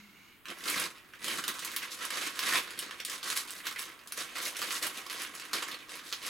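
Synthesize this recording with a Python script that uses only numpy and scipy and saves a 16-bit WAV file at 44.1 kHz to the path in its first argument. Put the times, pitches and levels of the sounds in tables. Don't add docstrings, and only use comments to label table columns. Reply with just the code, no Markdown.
import sys
import numpy as np
from scipy import signal
from scipy.fft import rfft, irfft
from scipy.io import wavfile
from scipy.ndimage import uniform_filter1d

SR = 44100
rng = np.random.default_rng(int(sys.argv[2]) if len(sys.argv) > 2 else 0)


def put_to_file(sound):
    columns = np.atleast_2d(sound).T
    safe = np.clip(columns, -1, 1)
    whole_steps = np.round(safe * 32767)
    wavfile.write(sys.argv[1], SR, whole_steps.astype(np.int16))


N = 277389
TIME = np.arange(N) / SR
CUTOFF_HZ = 16000


def from_db(db):
    return 10 ** (np.asarray(db) / 20)


def rms_one(x):
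    return x / np.sqrt(np.mean(np.atleast_2d(x).mean(axis=0) ** 2) + 1e-20)


def in_time(rows):
    times, *columns = np.transpose(rows)
    return [np.interp(TIME, times, column) for column in columns]


def at_hz(points, hz):
    f, value = np.transpose(points)
    return np.interp(np.log(np.maximum(hz, 1)), np.log(f), value)


def drift(per_s):
    knots = rng.standard_normal(N // 40)
    return rms_one(np.interp(TIME * per_s, np.arange(len(knots)), knots))


def colour(x, spectrum):
    size = 4096
    gain = from_db(at_hz(spectrum, np.fft.rfftfreq(size, 1 / SR)))
    cepstrum = irfft(np.log(gain))
    cepstrum[1:size // 2] *= 2
    cepstrum[size // 2 + 1:] = 0
    impulse = irfft(np.exp(rfft(cepstrum)))
    return signal.fftconvolve(np.atleast_2d(x), impulse[None], axes=1)[:, :N]


def resonance(x, hz, width_hz):
    r = np.exp(-np.pi * width_hz / SR)
    feedback = [1, -2 * r * np.cos(2 * np.pi * hz / SR), r * r]
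    return signal.lfilter(np.array([1, 0, -1]) * (1 - r * r) / 2, feedback, x)


def shelf(x, kind, hz, db):
    return x + (from_db(db) - 1) * signal.sosfilt(signal.butter(1, hz, kind, fs=SR, output="sos"), x)


# f/Hz, left-right likeness (capped at 0.99 in use)
MIC_LIKENESS = [(60, 0), (110, 0), (180, 0.3), (300, 1), (750, 0.5), (1300, .7), (3300, 0.42), (5500, 0.3),
                (9000, 2.04), (15000, 6)]


def stereo_noise(size):
    mid, side = rfft(rng.standard_normal((2, size)))
    alike = np.clip(at_hz(MIC_LIKENESS, np.fft.rfftfreq(size, 1 / SR)), 0, .99)
    return irfft(np.sqrt(1 + alike) * mid + np.sqrt(1 - alike) * side * [[1], [-1]], size)


# f/Hz, relative level/dB
ROOM_TONE = [(25, -8.5), (60, -4), (150, -3), (320, -1.5), (550, -14), (1000, -8), (2500, -7), (4000, -15),
             (6000, -25.5), (12000, -17.5), (16000, -19.5)]


def room_tone():
    return from_db(-61.5) * rms_one(colour(stereo_noise(N), ROOM_TONE))


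# f/Hz, time to fall by 60 dB/s
ROOM_DECAY = [(150, 0.097), (1500, 0.21), (5000, 0.18), (14000, 0.13)]


def room_response(wet_db, aside_db=0):
    size = 8192
    t, hz = TIME[:size], np.fft.rfftfreq(size, 1 / SR)
    density = np.clip(.12 + t / .03, .01, 1)
    arrivals = rfft(stereo_noise(size) * (rng.random(size) < density) / np.sqrt(density) * (t > .0007))
    edges_hz = [0, 700, 2000, 4000, 8000, SR]
    tail = 0
    for low, high in zip(edges_hz, edges_hz[1:]):
        t60 = at_hz(ROOM_DECAY, min((low + high) / 2, CUTOFF_HZ))
        band = irfft(arrivals * (hz >= low) * (hz < high))
        tail = tail + band * np.exp(-np.log(1000) * t / t60)
    pan = from_db([[aside_db], [-aside_db]])
    return pan * ((t == 0) + from_db(wet_db) * rms_one(tail) / np.sqrt(size))


def room(x, wet_db):
    count, slice_size, fade_size = 5, 110, 40
    spot = np.repeat(rng.integers(0, count, N // slice_size + 1), slice_size)[:N]
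    out = 0
    for k, aside_db in enumerate(0.35 * np.linspace(-1, 1, count)):
        here = x * uniform_filter1d((spot == k) * 1., fade_size)
        out = out + signal.oaconvolve(here[None], room_response(wet_db, aside_db), axes=1)[:, :N]
    return out


# f/Hz, left minus right level/dB
MIC_BALANCE = [(60, -1.5), (450, 1.1), (760, -2), (1220, -3.5), (2010, -3.5), (3330, -3.5), (5500, -0.5),
               (7600, 0.7), (8600, -3), (9600, 0), (15000, -2.5)]


def microphone_pair(x):
    return np.vstack([colour(channel, [(hz, side * db / 2) for hz, db in MIC_BALANCE])
                      for channel, side in zip(x, (1, -1))])


# t/s, relative hiss level/dB, relative flutter level/dB
BREATH = [(0, -51.5, -50.5), (.11, -57, -58.5), (.23, -55.5, -67), (.3, -55, -79), (.375, -64, -66),
          (.4, -78, -82), (.45, -110, -110)]
# f/Hz, width/Hz, relative level/dB
MUZZLE = [(1000, 150, -3), (1390, 300, 0.5), (2170, 220, 0), (2770, 330, -2.5), (4000, 1000, -3),
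          (6650, 1100, -7.5)]
# t/s, f/Hz, level/dB
NOSE_WHISTLE = [(0, 2120, -61), (.1, 2120, -65), (.2, 2190, -62.5), (.3, 2220, -65), (.37, 2270, -65),
                (.41, 2240, -90), (.45, 2260, -120)]
# ratio to the whistle's pitch, relative level/dB
NOSTRILS = [(1, 2), (1.29, -3)]


def snuffle():
    hiss_db, flutter_db = in_time(BREATH)
    whistle_hz, whistle_db = in_time(NOSE_WHISTLE)
    air = stereo_noise(N) * from_db(drift(104))
    hiss = sum((-1) ** k * from_db(db) * resonance(air, hz, width)
               for k, (hz, width, db) in enumerate(MUZZLE))
    whistle = 0
    for ratio, db in NOSTRILS:
        rasp = from_db(db) * drift(260)
        nostril_hz = ratio * whistle_hz + 70 * drift(350)
        whistle = whistle + rasp * np.sin(2 * np.pi * np.cumsum(nostril_hz) / SR)
    tremble = 1 + .3 * drift(70)
    flutter_hz = 200 * (1 + .04 * drift(60))
    flutter = tremble * np.sin(2 * np.pi * np.cumsum(flutter_hz) / SR)
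    return (from_db(hiss_db - 9) * rms_one(hiss) + from_db(whistle_db) * rms_one(whistle)
            + from_db(flutter_db - 8) * rms_one(flutter))


# t/s, length/s, f/Hz, level/dB
TOOTH_SKIDS = [(0.741, 0.0079, 1950, -30.5), (2.514, 0.042, 1850, -29), (2.788, 0.021, 3000, -37.5),
               (2.997, 0.012, 2350, -37), (4.463, 0.0044, 2040, -35.5)]


def squeaks():
    out = 0
    for start_s, length_s, hz, level_db in TOOTH_SKIDS:
        swell = np.sqrt(np.clip(1 - (2 * (TIME - start_s) / length_s - 1) ** 2, 0, 1))
        phase = 2 * np.pi * np.cumsum(hz * (1 + 0.12 * drift(900))) / SR
        out = out + from_db(level_db + 1.2 * drift(320)) * swell * np.sin(phase)
    return signal.oaconvolve(out[None], room_response(wet_db=-11), axes=1)[:, :N]


# t/s, sheet level/dB
RUSTLE = [(.434, -85), (.47, -53), (.8, -53), (1.05, -61), (1.19, -58), (1.36, -50), (1.95, -52),
          (2.85, -48.5), (3.2, -56), (3.55, -51), (4.07, -58), (4.3, -50), (5.4, -50), (5.87, -54.5),
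          (6.29, -55)]
# t/s, swell/s, hold/s, sheet level/dB, wad re sheet/dB, fibres re sheet/dB
TUGS = [(0.479, .012, 0.02, -45.5, -3.5, -14), (0.607, 0.077, 0.16, -37, -10, -1.5),
        (1.208, 0.04, 0.15, -40, -9.5, -2), (1.427, 0.063, 0.013, -40.5, -10.5, -2.5),
        (1.522, 0.024, 0.24, -47.5, -14.5, -1), (1.805, 0.021, 0.018, -40, -20, -4.5),
        (1.9, 0.019, 0.012, -50, -13, 9), (1.977, 0.042, 0.034, -40, -15, -4),
        (2.087, 0.056, .13, -39, -11.5, -1), (2.345, 0.11, 0.052, -34.5, -15, -2),
        (2.48, 0.045, 0.057, -33.5, -12, -2), (2.769, 0.01, .09, -50, -9, -8),
        (3.069, 0.021, 0.072, -46, -12, 1), (3.227, 0.0061, 0.044, -43.5, -11.5, 1),
        (3.25, 0.035, 0.044, -40.5, -14.5, 0.5), (3.349, 0.0078, 0.043, -41.5, -17, 2.5),
        (3.468, 0.0085, 0.11, -58, -26, 8), (3.637, 0.034, 0.013, -39, -16, -6.5),
        (3.78, 0.0088, 0.04, -44.5, -17.5, 1.5), (3.852, 0.016, 0.021, -49, -9, -6),
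        (4.156, 0.019, 0.039, -41, -10, 2), (4.337, 0.023, 0.058, -43, -11.5, -2),
        (4.399, 0.037, 0.047, -42.5, -9, 3), (4.565, .03, 0.098, -43.5, -9.5, -.5),
        (4.699, 0.0077, 0.066, -41, -14.5, 3), (4.806, 0.02, .045, -38.5, -10, -2),
        (4.931, 0.028, .03, -45, -11, -0.5), (5.095, 0.015, 0.048, -46, -10.5, 1),
        (5.156, 0.053, 0.018, -42.5, -12, 0), (5.337, 0.014, 0.018, -56.5, -18, 8),
        (5.523, 0.012, .025, -39.5, -6.5, -4), (5.566, .02, .04, -41.5, -12, -4.5),
        (5.655, 0.025, 0.062, -46, -10, -9.5), (5.89, 0.016, .05, -48, -9, -0.5),
        (6.017, 0.054, 0.075, -52, -11, 3.5), (6.189, 0.077, 0.012, -41.5, -12, 1)]


def tugging():
    swell_db, release_db_per_s = 16.5, 255.5
    rustle_db, = in_time(RUSTLE)
    power = from_db(rustle_db + np.array([[0], [-9.5], [-7]])) ** 2
    power[2] *= from_db(.3 * (rustle_db - rustle_db.mean())) ** 2
    for start_s, swell_s, hold_s, sheet_db, wad_db, fibre_db in TUGS:
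        age = TIME - start_s
        rise_db = swell_db * np.minimum(age / swell_s - 1, 0)
        shape_db = rise_db - release_db_per_s * np.maximum(age - swell_s - hold_s, 0)
        heard = shape_db > -60
        layers_db = sheet_db + np.array([[0], [wad_db], [fibre_db]])
        power[:, heard] += from_db(layers_db + shape_db[heard]) ** 2
    return 10 * np.log10(power)


def fractures(per_s, spread_db=4.5, clump_db=5.5):
    born = rng.random(N) < per_s * from_db(clump_db * drift(140)) / SR
    return born * rng.choice([-1, 1], N) * from_db(spread_db * np.minimum(rng.exponential(1, N), 4.5))


def facets(clicks, low_hz, high_hz, width_share):
    count = 14
    facet = rng.integers(0, count, N)
    return sum(resonance(clicks * (facet == k) + 1e-18, hz, width_share * hz) / np.sqrt(hz)
               for k, hz in enumerate(np.geomspace(low_hz, high_hz, count)))


def follow_pull(grains, level_db, span_s):
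    power, size = grains.mean(axis=0) ** 2, int(span_s * SR)
    slow_power = uniform_filter1d(uniform_filter1d(power, size), size)
    return grains / np.sqrt(np.maximum(slow_power, 0) + 1e-3 * power.mean()) * from_db(level_db)


# f/Hz, relative level/dB
WAD_COLOUR = [(30, -21), (70, -17.5), (120, -12), (190, -5), (300, 1.5), (400, 1), (490, -0.5), (620, -7),
              (780, -7), (1000, -25), (1500, -55)]
# f/Hz, relative level/dB
SHEET_COLOUR = [(500, -18.5), (780, -35.5), (900, -4.5), (1050, -2), (1300, -1), (1800, 0), (2500, -1),
                (3600, -2.5), (4500, -8.5), (6500, -43.5)]
# f/Hz, relative level/dB
FIBRE_COLOUR = [(2200, -17), (3400, 1), (4300, 0), (5500, -2.5), (7500, -3.5), (10500, -2), (13000, -6),
                (15500, -11)]
# t/s, wad bass gain/dB, top treble gain/dB
HEAD_TONE = [(.5, 9, -1.5), (.7, 2, 4), (.88, 30, -8), (1.45, 11, 3), (2.15, -5, -6), (2.6, -2, 3.5),
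             (2.85, 8.5, -8), (3.35, -5, -3), (3.7, 1, 7.5), (4.25, -8, -2.5), (4.85, -7.5, 4.5),
             (5.3, -2, -2), (5.6, -2, -5), (6.29, -1, -5)]


def chewing(sheet_db, wad_db, fibre_db):
    bass_db, top_db = in_time(HEAD_TONE)
    pull_db = sheet_db - np.median(sheet_db)
    pace = from_db(.5 * pull_db)
    breaks = fractures(per_s=1100 * pace)
    fine_breaks = breaks + from_db(-1) * fractures(per_s=900 * pace)
    wad = colour(room(breaks, wet_db=10), WAD_COLOUR)
    wad = shelf(wad, "low", 360, bass_db)
    sheet = facets(breaks, 866, 5200, width_share=0.45)
    sheet = colour(room(sheet, wet_db=4), SHEET_COLOUR)
    sheet = shelf(sheet, "low", 1500, -0.4 * pull_db)
    fibres = facets(fine_breaks, 4250, CUTOFF_HZ, width_share=0.48)
    fibres = colour(room(fibres, wet_db=2.5), FIBRE_COLOUR)
    fibres = shelf(fibres, "high", 9400, top_db)
    return (follow_pull(wad, wad_db + 0.18, span_s=0.04)
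            + follow_pull(sheet, sheet_db - .2, span_s=0.046)
            + follow_pull(fibres, fibre_db - .2, span_s=0.034))


def small_creases(sheet_db):
    count, per_s = 400, 14
    above_sheet_db, hz, stutter_s = 5.5, 4000, 0.00068
    moments = np.cumsum(rng.exponential(1, count)) / per_s
    scatter = np.clip(rng.standard_normal((count, 3)), -2, 2)
    return [(s, sheet_db[int(s * SR)] + above_sheet_db + db, hz * 2 ** (.4 * pitch),
             stutter_s * 2 ** length)
            for s, (db, pitch, length) in zip(moments, scatter) if s < TIME[-1]]


# t/s, relative level at the onset/dB, centre f/Hz, stutter time/s
BIG_CREASES = [(.4553, -42, 2450, 0.0012), (.484, -38, 3050, 0.0015), (.638, -39.5, 5400, 0.0022),
               (.677, -33, 4300, 0.0014), (.6988, -28.5, 7850, 0.0014), (.7984, -26, 6400, 0.00054),
               (.9742, -51, 2270, .0008), (1.1361, -46.5, 1680, 0.00068), (1.2439, -29, 5030, 0.00062),
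               (1.2814, -32, 4000, 0.0022), (1.3744, -35, 4700, 0.0015), (1.439, -32.5, 3500, 0.0022),
               (1.4796, -26.5, 5130, 0.0022), (1.5929, -33, 4100, 0.00032), (1.6481, -29, 5770, 0.0012),
               (1.7167, -37, 8500, 0.00023), (1.7635, -25, 8300, 0.00015), (2.0516, -29.5, 5500, .0009),
               (2.1043, -32, 4050, 0.0023), (2.392, -24, 5100, 0.00015), (2.536, -27.5, 3600, .001),
               (2.5554, -25, 3010, 0.0013), (2.7066, -37, 4000, 0.00059), (2.7903, -26.5, 7200, 0.001),
               (2.8259, -36, 3797, 0.0018), (2.9088, -38, 2640, 0.0022), (3.0011, -34.5, 3600, .0018),
               (3.0496, -27.5, 5840, 0.0013), (3.0977, -31.5, 4900, 0.002), (3.131, -34.5, 4150, .00075),
               (3.229, -35.5, 3350, 0.0019), (3.301, -26.5, 4540, 0.0012), (3.3664, -27.5, 8200, 0.0015),
               (3.3733, -28, 5800, 0.0023), (3.5059, -32.5, 7350, .0012), (3.6686, -28.5, 5540, 0.00057),
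               (3.7603, -39.5, 2160, 0.0023), (3.7929, -31.5, 5300, 0.00076), (4.074, -39, 6000, 0.00059),
               (4.1221, -29, 6520, 0.00096), (4.4537, -29, 5530, .0003), (4.5675, -30.5, 4400, 0.00063),
               (4.6178, -28.5, 3700, 0.00036), (4.707, -30.5, 4360, 0.00087), (4.8262, -29, 4950, 0.002),
               (4.8673, -32, 7600, 0.0016), (5.0656, -37.5, 4450, 0.00083), (5.0987, -33, 3430, 0.00054),
               (5.2189, -33, 6120, .0009), (5.3511, -40.5, 4900, 0.0017), (5.3975, -38, 4120, 0.0023),
               (5.5322, -25, 4450, 0.00066), (5.5364, -25, 3560, .0012), (5.6265, -30, 4000, 0.0013),
               (5.8933, -41, 4400, 0.0011), (5.9937, -43.5, 2400, 0.00062), (6.1263, -26.5, 4900, 0.00022),
               (6.2649, -33.5, 4900, 0.0011)]
# f/Hz, gain/dB
SNAP_COLOUR = [(60, -7), (300, -17), (480, 7.5), (720, -4), (1050, 9), (2000, 4.5), (4000, -1), (7000, -5),
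               (11000, 1), (15500, -2)]


def snaps(creases):
    size, peak_span = 800, 100
    direct, room_send = np.zeros((2, N + size))
    noises = rng.standard_normal((len(creases), 2, size))
    for (start_s, level_db, hz, stutter_s), (cracks, strengths) in zip(creases, noises):
        age = TIME[:size] / (.5 * stutter_s)
        stutter = cracks * from_db(3.2 * strengths) * (age + 0.13) * np.exp(-age)
        snap = resonance(stutter, hz, 0.96 * hz)
        snap *= from_db(level_db) / np.sqrt(uniform_filter1d(snap ** 2, peak_span).max())
        send_db = -.6 * np.log2(stutter_s / 0.0011)
        at = int(start_s * SR)
        direct[at:at + size] += snap
        room_send[at:at + size] += snap * from_db(send_db)
    reflections = room(room_send[:N], wet_db=2.5) - room_send[:N]
    sound = colour(direct[:N] + reflections, SNAP_COLOUR)
    _, top_db = in_time(HEAD_TONE)
    return from_db(0.78) * shelf(sound, "high", 11500, 0.42 * top_db)


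def scene():
    hush = room_tone()
    sheet_db, wad_db, fibre_db = tugging()
    dog = chewing(sheet_db, wad_db, fibre_db) + squeaks() + snuffle()
    dog += snaps(BIG_CREASES + small_creases(sheet_db))
    return hush + microphone_pair(dog)


def record(dry):
    return signal.sosfilt(signal.ellip(10, .2, 70, CUTOFF_HZ, fs=SR, output="sos"), dry)


dry = scene()
out = record(dry)
put_to_file(out)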